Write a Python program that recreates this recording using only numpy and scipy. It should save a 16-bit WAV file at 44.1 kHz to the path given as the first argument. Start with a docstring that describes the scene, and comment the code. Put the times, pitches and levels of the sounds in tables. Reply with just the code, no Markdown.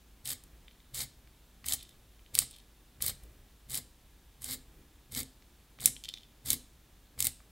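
"""Eleven short, grainy rasps with sharp snaps: a wooden pencil twisted in a small plastic sharpener.
The blade tears wood fibres, the curling shaving cracks, and the drag shakes sharpener and hands.
Between twists the fingers rub to a new grip and the pencil ticks loosely in its hole.
It all sits close to one microphone, just above a table, in a quiet room with faint air and hum."""
import sys
import numpy as np
from scipy import signal
from scipy.fft import rfft, irfft
from scipy.io import wavfile
from scipy.ndimage import uniform_filter1d

SR = 44100
rng = np.random.default_rng(int(sys.argv[2]) if len(sys.argv) > 2 else 0)


def dump(signal):
    """Clip the signal to [-1, 1] and save it as 16-bit WAV at the path in sys.argv[1]."""
    limited = np.clip(np.atleast_2d(signal).T, -1, 1)
    pcm = np.round(limited * 32767).astype(np.int16)
    wavfile.write(sys.argv[1], SR, pcm)


N = 331174
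TIME = np.arange(N) / SR

# one row a twist: start/s, length/s, swell/dB, then levels before trim:
# rasp/dB, rumble/dB, body ring/dB, shell ring/dB (all at full pressure), regrip rub/dB
TWISTS = [ (0.255, 0.076, 5.4, -33.5, -59.5, -59.5, -57.5, -62.5),
          (0.945, .090, 5.6, -33, -56, -62.5, -55, -67.5),
          (1.659, 0.087, 3.8, -33, -57.5, -60.5, -58, -64.5),
          (2.344, 0.087, 3.6, -35.5, -56, -61, -58.5, -74.5),
          (3.018, 0.086, 2.3, -33.5, -53, -77, -55.5, -57.5),
          (3.697, 0.088, 10.7, -33.5, -55.5, -60, -56, -79), (4.419, 0.13, 10.6, -36, -58, -54, -59, -62),
          (5.12, 0.09, 13, -33, -52.5, -48.5, -52, -74), (5.805, 0.079, 13, -32.5, -54, -53.5, -55, -69.5),
          (6.459, 0.078, 9.4, -31, -52.5, -47.5, -54.5, -72),
          (7.192, 0.084, 5.5, -33, -53, -57, -52.5, -68)]


def blade(rasp_trim_db, snap_trim_db, judder_db):
    """Fibres tear by the thousand, clumping as the blade judders; the shaving cracks and splits."""
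    # loud cracks of the shaving: t/s, relative level/dB, tilt/(dB per octave)
    snaps = [(0.275, -27.5, -2), (0.29, -30.5, -4), (0.317, -29.5, -2), (.9937, -34, -14),
             (1.005, -26, -11), (1.6642, -28, 0), (1.6856, -22, -3), (1.723, -19, -7), (1.7353, -19.5, 0.5),
             (2.3524, -16, -3), (2.3889, -9.5, -0.5), (3.023, -19.5, 0), (3.0639, -17.5, 8),
             (3.0815, -20, 15), (3.7452, -23.5, -3), (3.7539, -23.5, 4), (3.7752, -26, 2),
             (4.4436, -28.5, -1), (5.1494, -28, -5), (5.2315, -35, -1.5), (5.8581, -5.5, 1.5),
             (6.504, -12.5, -1.5), (6.531, -18, 0.5), (7.2044, -16.5, 1.5), (7.2254, -18.5, -1),
             (7.2452, -20, 3), (7.2528, -18.5, 4), (7.2695, -16.5, 2)]
    # the loose shaving crinkles as it settles: t/s, relative level/dB
    crinkles = [(0.438, -44), (1.83, -38.5), (1.892, -47), (2.511, -49), (2.532, -53), (2.564, -48),
                (2.586, -40), (3.236, -40)]
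    # strips of wood split off with a pitched rip: t/s, half-length/s, level/dB, f/Hz
    splits = [(0.26, 0.0021, -44, 3470), (.987, 0.0016, -37, 8600), (1.006, .003, -35, 4800),
              (1.019, 0.0038, -39.5, 4580), (1.724, 0.00072, -40, 3870), (3.078, 0.0024, -35, 4500),
              (3.773, .0027, -39.5, 4240), (4.524, 0.014, -47.5, 3880), (5.19, 0.0045, -44, 4520)]
    # tone of tearing wood: f/Hz, relative level/dB
    rasp_eq = [(150, -16.5), (450, -13), (800, -9), (1200, -11.5), (1750, -6), (2450, -14.5), (3400, -0.5),
               (4900, -4), (6100, -7), (7500, 2), (10300, -2.5), (12700, 4), (14000, -13), (16000, -0.5)]
    # tone of a cracking shaving: f/Hz, relative level/dB
    crack_eq = [(300, -31.5), (1100, -41), (1800, -30), (2600, -8.5), (3700, -7.5), (5300, -8.5),
                (6200, -6), (7300, 0), (9200, 1), (10600, 0.5), (12800, 0.5), (15200, -6), (17000, -11.5)]
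    # resonances of blade and plastic shell: f/Hz, width/Hz, lift/dB
    shell_modes = [(2190, 67, 13), (3966, 150, 9.5), (4590, 100, 10), (5150, 220, 6.5), (7500, 95, -8),
                   (7660, 200, -1.5), (8130, 340, 5), (9040, 160, 2), (9480, 290, 3), (11170, 200, -2),
                   (12100, 220, -9)]
    _, _, _, bites_db, *_ = np.transpose(TWISTS)
    # the blade sticks 5 ms before each snap, ducking the rasp by a third
    sticking = np.clip(swells([(s - .005, .003, -9.5) for s, *_ in snaps]), 0, 1)
    bite = (1 - sticking) * twisting(bites_db, swell_share=1, attack_s=.011, release_s=.015)
    tearing = wood_grain(grains(per_s=16000, spread_db=3), wander_db=1.5, rate_hz=31)
    judder = rms_one(from_db(judder_db * drift(170)))
    rasp = colour(tearing * judder * bite * from_db(rasp_trim_db), rasp_eq, shell_modes)
    crinkle = swells([(s, .0012, db) for s, db in crinkles]) * grains(per_s=2500, spread_db=6.5)
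    snapping = bursts([*snaps, *splinters(bite, per_twist=4)], length_s=.0007, pivot_hz=7000)
    cracks = colour(from_db(snap_trim_db) * snapping + crinkle, crack_eq, shell_modes)
    fibres = rng.standard_normal(N)
    rips = sum(swells([(s, half_s, db)]) * ring(fibres, hz, .35 * hz, skirt=2)
               for s, half_s, db, hz in splits)
    return rasp + cracks + rips


def splinters(bite, per_twist):
    """Crack events: the edge catches, then splinters break at random, louder the harder it bites."""
    events = []
    for (start, length, *_), chances in zip(TWISTS, rng.random((len(TWISTS), per_twist, 2))):
        catch = (start + .001, 5.5)  # t/s, level over the bite/dB
        chips = [(start + when * length, 1.5 + 3 * size) for when, size in chances]
        events += [catch, *chips]
    return [(s, db + 20 * np.log10(bite[round(s * SR)] + 1e-9), 0) for s, db in events]


def wood_grain(x, wander_db, rate_hz):
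    """As the pencil turns, harder and softer wood shifts the weight between registers."""
    crossovers_hz = np.geomspace(1800, 12000, 5)
    below = [signal.sosfiltfilt(signal.butter(2, hz, fs=SR, output="sos"), x) for hz in crossovers_hz]
    bands = np.diff([0 * x, *below, x], axis=0)
    return rms_one(sum(band * from_db(wander_db * drift(rate_hz)) for band in bands))


def twisting(levels_db, swell_share, attack_s, release_s, lead_s=0):
    """Each twist swells with the hand's pressure, holds and lets go; attack and release span 20 dB."""
    pressing_share = .61  # of the twist, until full pressure
    gain = np.zeros(N)
    for (start, length, swell_db, *_), db in zip(TWISTS, levels_db):
        near = slice(*np.searchsorted(TIME, [start - .2, start + .5]))
        t = TIME[near] - start
        slack = np.clip(1 - t / (pressing_share * length), 0, 1)
        fades = np.maximum(-t - lead_s, 0) / attack_s + np.maximum(t - length, 0) / release_s
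        gain[near] += from_db(db - swell_share * swell_db * slack - 20 * fades)
    return gain


def drag(rumble_trim_db, body_trim_db, shell_trim_db):
    """The uneven pull of the cut shakes the hands and keeps the sharpener's modes ringing."""
    # tone of the shaking: f/Hz, relative level/dB
    rumble_eq = [(25, -5.5), (50, -9.5), (85, -5), (135, -4.5), (170, -15.5), (220, -10.5), (330, -25.5),
                 (500, -17), (900, -34.5), (2500, -66.5)]
    # resonances of hands and table: f/Hz, width/Hz, lift/dB
    hand_modes = [(71, 12, 13.5), (128.5, 19, 9.5)]
    # low modes of the sharpener in the hand: f/Hz, width/Hz, relative level/dB
    body_modes = [(255.6, 11, -1), (420, 22, -15), (486, 9.3, -15)]
    *_, rumbles_db, bodies_db, shells_db, _ = np.transpose(TWISTS)
    pull = rng.standard_normal(N)
    rumble = evened(colour(rng.standard_normal(N), rumble_eq, hand_modes))
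    rumble *= twisting(rumbles_db + rumble_trim_db, swell_share=.38,
                       attack_s=.045, release_s=.08, lead_s=.004)
    body = sum(from_db(db) * evened(ring(pull, hz, width, skirt=8)) for hz, width, db in body_modes)
    body *= twisting(bodies_db + body_trim_db, swell_share=2.2, attack_s=.053, release_s=.098)
    shell = ring(pull, hz=2113, width_hz=150, skirt=4)
    shell *= twisting(shells_db + shell_trim_db, swell_share=1.1, attack_s=.013, release_s=.04)
    return rumble + body + shell


def fingers(tick_trim_db, scrape_db, rattle_db):
    """After each twist the skin slides to a new grip and the pencil scrapes and ticks in its hole."""
    # the pencil knocks in its hole: t/s, relative level/dB, tilt/(dB per octave)
    ticks = [(.6818, -47, -14.5), (.711, -56, -9), (.8027, -54.5, -13), (2.1935, -56, -17),
             (2.2621, -54, -12.5), (5.8002, -47, -12), (5.9654, -41.5, -9), (6.0385, -33.5, 5),
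             (6.0474, -36, 5), (6.0533, -41, -23), (6.085, -40.5, -9), (6.0887, -29.5, 5.5),
             (6.0968, -42, -4), (6.1389, -34.5, -3), (6.1737, -47, -5), (6.2332, -53, -2.5)]
    # longer scrapes of the blunt shaft: t/s, half-length/s, relative level/dB
    slides = [(1.815, .03, -55), (1.9, 0.033, -66.5), (2.55, .068, -62.5), (6.055, 0.0067, -47),
              (6.17, 0.054, -61.5)]
    # dull knocks of fingers and pencil: t/s, relative level/dB, tilt/(dB per octave)
    taps = [(1.273, -56, 0), (1.6428, -40.5, 0.5), (2.378, -36.5, -0.5), (2.42, -44.5, -9),
            (3.0051, -46, -4), (5.423, -54, 3.5), (5.787, -47.5, -4), (5.821, -47.5, -10),
            (7.178, -52.5, -6), (7.403, -55, -15)]
    # tone of rubbing skin: f/Hz, relative level/dB
    grip_eq = [(60, 8), (130, 1), (350, -10), (600, -16), (1200, -22.5), (2400, -18.5), (3600, -27.5),
               (5000, -37), (12000, -26)]
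    # tone of a padded tap: f/Hz, relative level/dB
    pad_eq = [(200, -16), (700, -7), (1400, 0), (2200, 2.5), (3200, -2), (5000, -4), (12000, -25)]
    # tone of wood knocking on plastic: f/Hz, relative level/dB
    knock_eq = [(300, -11), (1000, -27), (1800, -14.5), (2600, -3), (3500, 0), (4400, -1.5), (5200, -2.5),
                (7500, -7.5), (11000, -13.5), (16000, -20.5)]
    # the pencil's own resonances: f/Hz, width/Hz, lift/dB
    pencil_modes = [(2130, 160, 10.5), (3400, 760, 9.5), (3800, 450, 4.5), (4400, 280, 1.5)]
    regrip = swells([(start + length + .19, .14, rub_db) for start, length, *_, rub_db in TWISTS])
    friction = regrip * rng.standard_normal(N) * from_db(1.4 * drift(8.7))
    rub = colour(friction, grip_eq, resonances=[(360, 230, 7.5)])
    loose = swells([(start + length + .43, .2, 0) for start, length, *_ in TWISTS])
    contact = loose * from_db(scrape_db + 2.2 * drift(14)) + swells(slides)
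    scrapes = contact * grains(per_s=3300, spread_db=12)
    rattle = loose * from_db(rattle_db) * grains(per_s=21, spread_db=1.5)
    knocks = from_db(tick_trim_db) * bursts(ticks, length_s=.0013, pivot_hz=3800)
    tapping = bursts(taps, length_s=.004, pivot_hz=2000)
    handling = colour(tapping + rattle, pad_eq, resonances=[(2180, 270, 7)])
    return rub + handling + colour(knocks + scrapes, knock_eq, pencil_modes)


def table_top(x):
    """The direct sound plus what the table throws back within milliseconds, slightly scattered."""
    # early reflections: delay/s, level/dB
    echoes = [(.00162, -8.5), (.00255, -11.5)]
    scattered = signal.lfilter([.5, -.4, 1], [1, -.4, .5], x)  # all-pass smear
    out = x.copy()
    for delay_s, db in echoes:
        lag = round(delay_s * SR)
        out[lag:] += from_db(db) * scattered[:-lag]
    return out


def room(x, wet_db, t60_s, treble_t60_s, treble_hz, treble_db):
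    """A diffuse tail whose top dies sooner; nearby things answer first."""
    t = np.arange(SR // 2) / SR
    noise = rng.standard_normal(len(t))
    low = signal.sosfiltfilt(signal.butter(2, treble_hz, fs=SR, output="sos"), noise)
    tail = low * from_db(-60 * t / t60_s) + (noise - low) * from_db(treble_db - 60 * t / treble_t60_s)
    tail *= (t > .003) * (1 + .74 * np.exp(-t / .028))  # pre-delay and early lift
    return from_db(wet_db) * signal.oaconvolve(x, tail / np.linalg.norm(tail))[:N]


def background(air_db, hum_db, hum_hz):
    """Faint room air and a wavering mains hum."""
    # room tone: f/Hz, relative level/dB
    air_eq = [(12, -25.5), (20, 7), (70, -1.5), (103, -9), (232, -11), (306, -13), (491, -19.5), (614, -21),
              (811, -21), (1010, -22.5), (1670, -25), (1920, -25.5), (3640, -25.5), (4950, -29),
              (15500, -30.5)]
    air = colour(rng.standard_normal(N), air_eq, resonances=[(1690, 40, 6), (3650, 1100, 1.4)])
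    hum = np.sqrt(2) * np.sin(2 * np.pi * hum_hz * TIME + .2 * drift(1))
    return from_db(air_db) * air + from_db(hum_db + .73 * drift(2)) * hum


def from_db(db):
    """Decibels to gain."""
    return 10 ** (np.asarray(db) / 20)


def rms_one(x):
    """Scales to rms 1."""
    return x / np.sqrt(np.mean(x ** 2) + 1e-20)


def evened(x):
    """A leveller: holds the running rms near 1."""
    return x / np.sqrt(uniform_filter1d(x ** 2, 2400) + 1e-3)


def drift(rate_hz):
    """Smooth random modulation, rms 1."""
    hop = 20
    pole = np.exp(-2 * np.pi * rate_hz * hop / SR)
    noise = rng.standard_normal(N // hop + 2002)
    slow = signal.lfilter([1], [1, -2 * pole, pole * pole], noise)[2000:]
    return np.interp(np.arange(N) / hop, np.arange(len(slow)), rms_one(slow))


def swells(rows):
    """Bell-shaped envelopes from rows of t/s, half-length/s, level/dB."""
    gain = np.zeros(N)
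    for s, half_s, db in rows:
        near = slice(*np.searchsorted(TIME, [s - 4 * half_s, s + 4 * half_s]))
        gain[near] += from_db(db) * np.exp(-((TIME[near] - s) / half_s) ** 2)
    return gain


def grains(per_s, spread_db):
    """Random clicks of uneven size, rms 1."""
    sizes = from_db(spread_db * np.minimum(rng.exponential(1, N), 4)) * rng.choice([-1, 1], N)
    return rms_one(sizes * (rng.random(N) < per_s / SR))


def bursts(events, length_s, pivot_hz, size=512):
    """Brief runs of micro-impacts, each flattened in spectrum, then tilted around the pivot."""
    out, t = np.zeros(N + size), np.arange(size) / SR
    octaves = np.clip(np.log2((np.fft.rfftfreq(size, 1 / SR) + 1) / pivot_hz), -1, 1)
    fade = np.exp(-(t / length_s) ** 2)
    for (s, db, tilt), impacts in zip(events, rng.standard_normal((len(events), size))):
        flat = np.exp(1j * np.angle(rfft(impacts * fade)))
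        burst = fade * irfft(flat * from_db(tilt * octaves))
        burst *= np.sqrt(SR / 1000) / np.linalg.norm(burst)  # the energy of 1 ms at rms 1
        at = round(s * SR)
        out[at:at + size] += from_db(db) * burst
    return out[:N]


def colour(x, eq, resonances, size=8192):
    """Unit-energy EQ: a smooth curve plus resonances (f/Hz, width/Hz, lift/dB)."""
    hz = np.maximum(np.fft.rfftfreq(size, 1 / SR), 1)
    knots, levels = np.transpose(eq)
    db = np.interp(np.log(hz), np.log(knots), levels)
    for centre, width, lift in resonances:
        db += lift / (1 + (2 * (hz - centre) / width) ** 2)
    # minimum phase, so nothing rings ahead of a click
    cepstrum = irfft(np.log(from_db(db)))
    cepstrum[1:size // 2] *= 2
    cepstrum[size // 2 + 1:] = 0
    response = irfft(np.exp(rfft(cepstrum)))
    return signal.oaconvolve(x, response / np.linalg.norm(response))[:N]


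def ring(x, hz, width_hz, skirt):
    """One resonance at rms 1, its flanks steepened by a second that is skirt times as wide."""
    for width in (width_hz, skirt * width_hz):
        pole = np.exp(-np.pi * width / SR)
        feedback = [1, -2 * pole * np.cos(2 * np.pi * hz / SR), pole * pole]
        x = rms_one(signal.lfilter([1, 0, -1], feedback, x))
    return x


def scene():
    """Blade and fingers reflect off table and room; drag and background lie dry beneath, all in mono."""
    cutting = blade(rasp_trim_db=-3, snap_trim_db=-1, judder_db=3.5)
    handling = fingers(tick_trim_db=2.5, scrape_db=-82, rattle_db=-86)
    close = table_top(cutting + handling)
    reverb = room(close, wet_db=-12.5, t60_s=.38, treble_t60_s=.15, treble_hz=9000, treble_db=.5)
    shaking = drag(rumble_trim_db=5, body_trim_db=1.2, shell_trim_db=.5)
    mono = close + reverb + shaking + background(air_db=-59.84, hum_db=-64.5, hum_hz=52)
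    return np.array([mono, mono])


def record(dry):
    """The microphone drops the deepest bass; each channel adds hiss, clips and loses its very top."""
    low_cut_hz, high_cut_hz, hiss_db = 29, 15750, -74.4
    low_cut = signal.butter(2, low_cut_hz, "high", fs=SR, output="sos")
    high_cut = signal.ellip(10, .2, 80, high_cut_hz, fs=SR, output="sos")
    hiss = from_db(hiss_db) * rng.standard_normal((2, N))
    clipped = np.clip(signal.sosfilt(low_cut, dry) + hiss, -1, 1)
    return signal.sosfilt(high_cut, clipped)


dry = scene()
out = record(dry)
dump(out)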